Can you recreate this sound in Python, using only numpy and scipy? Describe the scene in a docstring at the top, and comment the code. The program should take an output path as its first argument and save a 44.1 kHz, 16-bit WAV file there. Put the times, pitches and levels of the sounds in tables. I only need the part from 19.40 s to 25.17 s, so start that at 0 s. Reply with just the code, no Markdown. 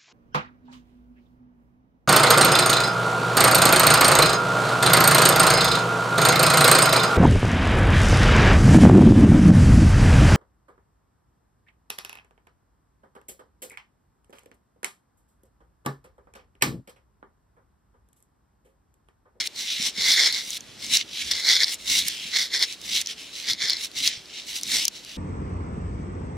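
"""Outdoors, a hand wipes a camera lens in quick circles right beside the built-in stereo microphone.
Stick-slip friction excites it: thousands of tiny slips a second ring the plastic lens barrel and rim,
or rustle softly over the glass as shaped noise. Skin catches and snaps free in short cracks, the grip
bumps the housing in damped low tones and rumbles through it as low-frequency noise, and a smooth wash
of noise over a wavering low drone lies underneath."""
import sys
import numpy as np
from scipy import signal
from scipy.fft import rfft, irfft, next_fast_len
from scipy.io import wavfile
from scipy.ndimage import uniform_filter1d

SR = 44100
rng = np.random.default_rng(int(sys.argv[2]) if len(sys.argv) > 2 else 0)


def how_loud(loudness_db):
    """Turn decibels into a plain amplitude multiplier (0 dB gives 1, 20 dB gives 10)."""
    steps = np.asarray(loudness_db, float) / 20
    return 10 ** steps


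def master(y):
    """Save y as 16-bit WAV."""
    cut = np.clip(np.atleast_2d(y).T, -1, 1)
    pcm = np.round(cut * 32767)  # scale
    wavfile.write(sys.argv[1], SR, pcm.astype(np.int16))


N = 254456  # length [samples]


def evened(x):
    """Power normalization: scales a signal to rms 1."""
    return x / np.sqrt(np.mean(x ** 2) + 1e-20)


def read(points, hz):
    """Spectral envelope: interpolates levels along a log-frequency axis."""
    f, value = np.transpose(points)
    return np.interp(np.log(hz + 1), np.log(f + 1), value)


def add(mix, s, sound):
    """Linear superposition: mixes a two-channel sound in at time s."""
    part = mix[:, round(s * SR):][:, :sound.shape[1]]
    part += sound[:, :part.shape[1]]


def ring(modes, hz):
    """Modal resonance: gain of steep-sided resonances, with hollows between them."""
    power = sum(how_loud(db) ** 2 / (1 + (2 * (hz - f) / width) ** 2) ** 3 for f, width, db in modes)
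    return np.sqrt(power)


# difference of the two ports: (frequency [Hz], left-right difference above what both share [dB])
SAME = [(60, -17), (92, -2), (140, -5.5), (210, -6.5), (330, -6.5), (500, -5), (770, -8), (1170, -3.5),
        (1790, -27.5), (2740, -2), (4190, -14), (6410, -3.5), (9810, -1), (15000, 2)]
# balance of the two ports: (frequency [Hz], left over right [dB])
LEFT = [(60, -4.0), (180, -1.5), (550, -1.5), (1650, -1.5), (4970, 0.5), (15000, -1.5)]


def ports(a, b, hz):
    """Interchannel coherence: two ports share spectrum a, differ by b; treble reaches the left first."""
    lead = np.clip(0.48 * hz ** 2 / (hz ** 2 + 5000 ** 2), 0, 1)
    # a quarter-cycle share of the common sound advances the left port's phase
    apart = how_loud(read(SAME, hz)) * (lead * 1j * a + np.sqrt(1 - lead ** 2) * b)
    tilt = how_loud(read(LEFT, hz) / 2)
    return np.array([(a + apart) * tilt, (a - apart) / tilt])


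def murk(colour, patchy_db, size):
    """Filtered noise: random short-time spectra with drifting patches, at rms 1."""
    frames, hz = 4 * N // size + 5, np.fft.rfftfreq(size, 1 / SR)
    a, b, c, d, patches = rng.standard_normal((frames, len(hz), 5)).T
    patches = uniform_filter1d(patches, 4, axis=0)  # over frequency
    patches = evened(uniform_filter1d(patches, 3, axis=1))  # over time
    shape = how_loud(read(colour, hz)[:, None] + patchy_db * patches)
    spectra = ports(a + 1j * b, c + 1j * d, hz[:, None]) * shape
    noise = signal.istft(spectra, nperseg=size, noverlap=3 * size // 4)[1]
    return evened(noise[:, :N])


def swell(s, rise, fall, db):
    """Force envelope: power of one push that grows, peaks at s and lets go, every 64 samples."""
    t = np.arange(0, N + 64, 64) / SR - s
    growing = abs(t / max(rise, .003)) ** 1.294
    letting_go = abs(t / max(fall, .003)) ** 1.496
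    down = np.where(t < 0, growing, letting_go)
    return how_loud(db - 24.5 * down) ** 2  # 24.5 dB down at its ends


def per_sample(power):
    """Amplitude from power: interpolates coarse power to a gain for every sample."""
    return np.interp(np.arange(N) / 64, np.arange(len(power)), np.sqrt(power))


# the grip tightening on the housing: (time of peak [s], rise [s], fall [s], rumble level [dB],
# deep shake relative to the rumble [dB])
SQUEEZES = [(.42, 0.058, .06, -44.5, -7), (.59, 0.031, 0.04, -38, -14.5), (.72, 0.16, 0.088, -49, -16),
            (1.54, 0.39, 0.062, -47.5, -17), (1.64, 0.083, 0.32, -52, -14), (1.87, 0.13, 0.18, -49, -4),
            (2.1, 0.11, 0.13, -50.5, -14), (2.51, 0.068, 0.41, -47, -7), (2.861, 0.059, 0.13, -53, -9),
            (3.01, .2, 0.08, -54, -15.5), (3.54, 0.2, 0.14, -47.5, -6.5), (4.11, 0.061, 0.074, -44, -20),
            (4.24, 0.1, 0.12, -52, -16), (4.6, 0.11, 0.26, -49.5, -18), (5.3, .12, 0.18, -45.5, -15),
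            (5.399, 0.21, 0.072, -48.5, -9), (5.62, 0.21, 0.38, -65, -9.5)]


def grip(deep):
    """Structure-borne drive: gain of the squeezes, in the rumble or in the deepest band."""
    return per_sample(sum(swell(s, rise, fall, db + deep * deep_db)
                          for s, rise, fall, db, deep_db in SQUEEZES))


# colour of the outdoor wash: (frequency [Hz], relative density [dB])
WASH = [(60, -26), (300, -2), (450, -3), (700, -7), (1000, -9.5), (1800, -7.5), (4000, -4), (8800, -16),
        (14300, -28), (16400, -47)]
# colour of the drone and deep shake: (frequency [Hz], relative density [dB])
DRONE_COLOUR = [(20, -45), (38, -30), (56, 0), (75, -3), (105, -14), (160, -19), (300, -80)]


def outdoors():
    """Broadband noise: a smooth wash over a low drone that wavers and takes the grip's deep shake."""
    wash_db, drone_db, waver_db, waver_s = -48.5, -65.5, 2, .12
    wash = how_loud(wash_db) * murk(WASH, patchy_db=1, size=1024)
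    span = round(waver_s * SR)
    waver = uniform_filter1d(rng.standard_normal(N), span)
    waver = evened(uniform_filter1d(waver, span))
    level = np.hypot(how_loud(drone_db + waver_db * waver), grip(True))
    return wash + level * murk(DRONE_COLOUR, patchy_db=-1.5, size=4096)


# colour of the rumble through the housing: (frequency [Hz], relative density [dB])
RUMBLE = [(60, -23), (110, -8), (180, -2), (257, -2), (330, -3.5), (450, -17.5), (700, -19.5), (2000, -78)]


def handling():
    """Structure-borne noise: lumpy low rumble of the hand on the housing."""
    hold_db = -59  # steady grip
    return np.hypot(grip(False), how_loud(hold_db)) * murk(RUMBLE, patchy_db=2.5, size=1024)


def bump(db, hz):
    """Damped oscillation: a soft low push that rocks the housing for a few cycles."""
    t = np.arange(3000) / SR
    onset = 1 - np.exp(-t / 0.0021)
    decay = how_loud(-60 * t / 0.039)  # 60 dB in 39 ms
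    push = np.sin(2 * np.pi * hz * t) * onset * decay
    return how_loud(db + 9.5) * how_loud([[-1.5], [1.5]]) * push  # stronger on the right


# the grip bumping the housing: (time [s], relative level [dB], frequency [Hz])
BUMPS = [(0.398, -38, 214), (0.58, -34, 238), (0.698, -40, 260), (1.29, -48, 117), (1.508, -45, 257.9),
         (2.09, -48, 230.4), (2.509, -40, 263), (2.657, -41, 176.1), (2.851, -46, 184.2), (4.105, -41, 132),
         (4.773, -44.5, 101.9), (5.281, -46, 252)]


def bumps(mix):
    """Impact excitation: adds each bump of the grip at its onset."""
    for s, db, hz in BUMPS:
        add(mix, s, bump(db, hz))


# resonances of the pressed barrel: (frequency [Hz], width [Hz], relative level [dB])
BARREL = [(430, 290, -19.5), (920, 1300, -22), (1660, 700, -11), (2080, 496, 2), (3547, 660, 1.5),
          (4250, 1090, 3), (5160, 1500, -0.5), (6400, 1850, -11.5)]
# colour of the airborne fizz and bright edges: (frequency [Hz], relative density [dB])
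FIZZ = [(3820, -81.5), (6500, -2), (7330, -4.5), (7950, -1), (11200, -4), (15100, -14), (15900, -17),
        (16400, -42)]
LEAD_IN, PEAK_S = 128, .0004  # before a crack's start [samples], from its start to its peak [s]


def snap(db, hz, edge_db):
    """Impulsive release: a crack of a few cycles with a bright edge, barrel ringing and scatter."""
    t, bins_hz = (np.arange(1024) - LEAD_IN) / SR, np.fft.rfftfreq(1024, 1 / SR)
    crack = np.cos(2 * np.pi * hz * t) * np.exp(-((t - PEAK_S) / 0.00024) ** 2)
    knock = np.cos(2 * np.pi * 3300 * t) * np.exp(-((t - .0006) / 0.00036) ** 2)
    crack += how_loud(-17) * knock
    # the duller cracks come through the barrel and take its hollow
    on_barrel = np.clip((5100 - hz) / 500, 0, 1)
    hollow = irfft(rfft(crack) * ring(BARREL, bins_hz))
    crack = (1 - on_barrel) * crack + on_barrel * hollow / abs(hollow).max()

    noise = rfft(rng.standard_normal((6, 1024)))
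    edge = evened(irfft(ports(noise[0], noise[1], bins_hz) * how_loud(read(FIZZ, bins_hz))))
    barrel = evened(irfft(ports(noise[2], noise[3], bins_hz) * ring(BARREL, bins_hz)))
    scatter = evened(irfft(ports(noise[4], noise[5], bins_hz) * abs(rfft(crack))))

    edge = how_loud(edge_db) * edge * np.exp(-((t - PEAK_S) / 0.00082) ** 2)
    start = np.maximum(1 - np.exp(-t / 0.00041), 0)
    # 60 dB of decay in 8.2 ms for the barrel, 14 ms for the scatter
    tail = how_loud(-19.5 - 60 * t / 0.0082) * barrel + how_loud(-6 - 60 * t / 0.014) * scatter
    return how_loud(db) * (crack + edge + start * tail)


# skin catching and snapping free: (time of peak [s], relative level [dB], crack frequency [Hz],
# bright edge relative to the crack [dB])
SNAPS = [(0.0734, -12.5, 5000, -12), (0.5762, -18, 4130, -23), (0.9259, -8.5, 4250, -15.5),
         (0.9523, -14, 4480, -17), (1.1053, -16.5, 6240, -9), (1.2073, -25.5, 6100, -13),
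         (1.465, -21, 6350, -16), (1.571, -1.5, 5500, -20), (1.9128, -8.5, 4906, -16),
         (1.916, -15, 4580, -26), (1.9363, -11, 3944, -24), (2.09, -2.5, 5010, -18.5),
         (2.114, -1, 4075, -30), (2.155, -4, 4500, -35), (2.2047, -5, 4332, -28), (2.2341, -1, 4540, -32),
         (2.2436, 0, 4390, -27.5), (2.2813, -10.5, 4197, -29), (2.3438, -15, 7150, -12),
         (2.684, -10.5, 4980, -2), (3.194, -13, 4240, -13.5), (3.2265, 0.1, 4615, -23),
         (3.2388, -9, 3900, -22.5), (3.326, -20, 5590, -17), (3.4158, -26, 6000, -10),
         (3.492, -15, 3974, -33), (3.6146, -10, 5795, -10.5), (3.6609, -16, 5560, -22),
         (3.6721, -13.5, 5600, -18), (4.1338, -10.5, 5000, -19), (4.2841, -13.5, 4497, -18.5),
         (4.2981, -6, 4085, -15), (4.305, -3.5, 4946, -25), (4.3331, -8.5, 4475, -21),
         (4.3689, -16, 4640, -22), (4.516, -29, 4405, -13), (4.676, -2.5, 5260, -21),
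         (4.8579, -29, 4660, -21), (5.213, -24, 4360, -7), (5.2337, -11, 5860, -12),
         (5.4474, -19, 6280, -9.5), (5.4535, -3, 5760, -11), (5.4812, -1.5, 5690, -13.5),
         (5.649, -33.5, 5220, -5)]


def snaps(mix):
    """Stick-slip release: adds each crack so that it peaks at its listed time."""
    for s, db, hz, edge_db in SNAPS:
        add(mix, s - PEAK_S - LEAD_IN / SR, snap(db, hz, edge_db))


# strokes of the hand: (time of most pressure [s], rise [s], fall [s], rubbing level [dB],
# place [0 barrel, 1 rim, 2 or more glass, blends between], airborne fizz relative to the rubbing [dB])
STROKES = [(0.0, .05, 0.061, -22.5, 0.073, -18), (0.073, 0.059, 0.0061, -30.5, 3, -5.5),
           (.19, 0.057, 0.19, -30.5, 0.9, -10), (.31, 0.076, .15, -28, 1.84, -14),
           (0.471, 0.16, 0.048, -22, 1.02, -12.5), (.6, 0.056, 0.19, -26, 0.18, -16),
           (.7, 0.14, 0.14, -16, 0.05, -12.5), (.79, 0.067, 0.14, -17.5, 0.009, -18),
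           (0.866, 0.16, 0.065, -18, .01, -17), (.96, 0.095, 0.11, -27, .2, -15.5),
           (1.174, 0.37, 0.012, -32.5, 0.99, -7), (1.29, 0.17, 0.21, -49.5, 2, -17),
           (1.45, 0.087, 0.097, -35, 0.72, -8.5), (1.545, 0.062, 0.059, -16.5, 1.18, -8.5),
           (1.612, 0.089, 0.028, -29, 1.36, -22), (1.811, 0.16, 0.078, -28.5, 1.85, -12.5),
           (1.89, 0.12, 0.044, -33.5, 1.66, -8), (1.915, .012, 0.023, -20.5, 0.38, -13.5),
           (1.949, 0.084, 0.22, -28.5, 0.056, -15.5), (2.0, 0.022, 0.033, -28.5, 0.032, -10),
           (2.11, 0.098, 0.076, -14, 0.0076, -15.5), (2.158, 0.058, 0.041, -19, 0.0099, -17),
           (2.23, 0.096, 0.029, -19.5, 0.011, -16), (2.289, 0.096, 0.067, -31, 0.095, -16),
           (2.335, 0.14, 0.034, -33, 1.15, -1.4), (2.41, .05, 0.06, -43, 1.05, -6),
           (2.51, 0.071, 0.18, -20, 0.99, -9), (2.588, 0.14, 0.039, -20.5, 0.89, -7.5),
           (2.681, 0.046, 0.018, -31.5, 1.1, 1.5), (2.69, 0.16, 0.24, -32, 2.05, -11.5),
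           (2.87, 0.33, 0.15, -33.5, 2.7, -12.5), (2.96, 0.046, 0.13, -20, 0.0077, -16),
           (3.014, 0.088, .08, -26.5, 0.091, -11), (3.154, 0.049, 0.051, -20, 0.0097, -16.5),
           (3.23, 0.061, 0.034, -19, 0.011, -16), (3.321, 0.17, 0.051, -35, 1.7, -9),
           (3.45, 0.063, 0.24, -39.5, 0.83, -4.5), (3.575, 0.15, .05, -22, 1.065, -12),
           (3.612, .04, .022, -30, 1.6, -6), (3.71, 0.09, 0.044, -32, 1.9, -12),
           (3.79, 0.048, 0.25, -40.5, 1.9, -10), (3.97, 0.09, 0.19, -35, 1.3, -10),
           (4.1, 0.057, 0.056, -20.5, 0.025, -15.5), (4.222, .042, 0.14, -23, 0.022, -18.5),
           (4.3, 0.15, 0.14, -27.5, 0.011, -23), (4.446, 0.099, .04, -29.5, 1.11, -7),
           (4.577, 0.048, 0.14, -28.5, 0.97, -11), (4.676, 0.095, 0.031, -20.5, 1.24, -9),
           (4.714, 0.082, 0.12, -32, 1.67, -21), (4.98, .15, 0.11, -36.5, 1.5, -19),
           (5.09, 0.05, 0.14, -34.5, 1.42, -6.5), (5.16, 0.042, .06, -28, 1, -7),
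           (5.347, 0.13, 0.097, -21.5, 0.94, -8.5), (5.425, 0.12, 0.054, -27, 1.2, -10),
           (5.475, 0.051, .014, -38, 1.9, -15), (5.565, 0.072, 0.064, -40, 1.22, -11),
           (5.714, 0.21, 0.19, -41.5, 1.86, -11)]


def pressure():
    """Friction drive: gains with which the strokes drive barrel, rim, glass and fizz."""
    power = 0
    for s, rise, fall, db, place, fizz_db in STROKES:
        barrel, glass = np.clip([1 - place, place - 1], 0, 1)
        shares = [barrel, 1 - barrel - glass, glass]
        rubbing = np.outer(shares, swell(s, rise, fall, db))
        late = 0.049 * fall  # the fizz peaks later and stops sooner
        fizz = swell(s + late, rise + late, 0.89 * fall, db + fizz_db)
        power = power + np.vstack([rubbing, fizz])
    resting = how_loud([-97.5, -65.5, -67.5, -71.5]) ** 2  # the hand at rest
    return np.array([per_sample(p + r) for p, r in zip(power, resting)])


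# resonances of the rim round the glass: (frequency [Hz], width [Hz], relative level [dB])
RIM = [(247, 210, -19.5), (800, 15000, -32.5), (2165, 400, -5.5), (2833, 1150, -7.5), (3900, 960, 0.5),
       (5000, 3900, -7), (5570, 1530, -5.5), (8000, 1760, -18.5)]
# colour of light strokes on the glass: (frequency [Hz], relative density [dB])
GLASS = [(600, -57), (1500, -15.5), (2050, -3.5), (2700, 1.5), (3200, 2.5), (4200, 1.5), (6000, -4.5),
         (7500, -20), (10000, -37), (16000, -87)]


def wiping():
    """Stick-slip friction: random slips at moving spots, each with its own scattered path to each port."""
    slips_per_s, spots_per_s = 5000, 150  # mean slip rate, hand speed at full level
    spots, near = 24, 5  # all spots, those under the hand at one moment
    drive = pressure()
    rubbing = (drive[:-1] ** 2).sum(0)

    clumps = uniform_filter1d(rng.standard_normal(N), 150)  # ridges of the skin
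    clumps = evened(uniform_filter1d(clumps, 150))
    on_barrel = drive[0] ** 2 / rubbing
    spread_db = 0.91 + 1.07 * on_barrel  # skin catches harder on the barrel
    steady = np.sqrt(1.5 - spread_db * np.log(10) / 10)  # offsets the power that uneven sizes add
    uneven = np.minimum(rng.exponential(1, N), 6)
    size = steady * how_loud(spread_db * uneven + 1.24 * clumps)
    slips = size * (rng.random(N) < slips_per_s / SR) * rng.choice([-1, 1], N)

    travel = np.cumsum(np.sqrt(rubbing) ** .3) / SR * spots_per_s  # faster when rubbing hard
    spot = np.floor(travel + rng.random(N)).astype(int)
    spot = (spot + rng.integers(0, near, N)) % spots

    length = next_fast_len(N + 2048)
    hz = np.fft.rfftfreq(length, 1 / SR)
    decay = how_loud(-60 * np.arange(512) / SR / 0.0059)  # 60 dB in 5.9 ms
    paths = rng.standard_normal((spots, 2, 512)) * decay
    a, b = sum(rfft(slips * (spot == k), length) * rfft(paths[k], length) for k in range(spots))
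    heard = ports(a, b, hz)

    colours = ring(BARREL, hz), ring(RIM, hz), how_loud(read(GLASS, hz)), how_loud(read(FIZZ, hz))
    return sum(gain * evened(irfft(heard * colour, length)[:, :N])
               for gain, colour in zip(drive, colours))


def scene():
    """Superposition: outdoor wash, rumble, bumps and snaps under the wiping."""
    mix = outdoors() + handling() + wiping()
    bumps(mix)
    snaps(mix)
    return mix


def band_limit(x):
    """A steep low-pass at the top of the band."""
    return signal.sosfilt(signal.butter(12, 16510, fs=SR, output="sos"), x)


def record(dry):
    """Band limiting and saturation: a steep low-pass, then soft overload on the loudest cracks."""
    low_pass = signal.firwin(255, 16400, fs=SR)  # taps, edge [Hz]
    limited = signal.oaconvolve(dry, low_pass[None], "same", axes=1)
    finished = 0.89 * np.tanh(limited / 1.027)
    return band_limit(finished)


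dry = scene()
out = record(dry)
master(out)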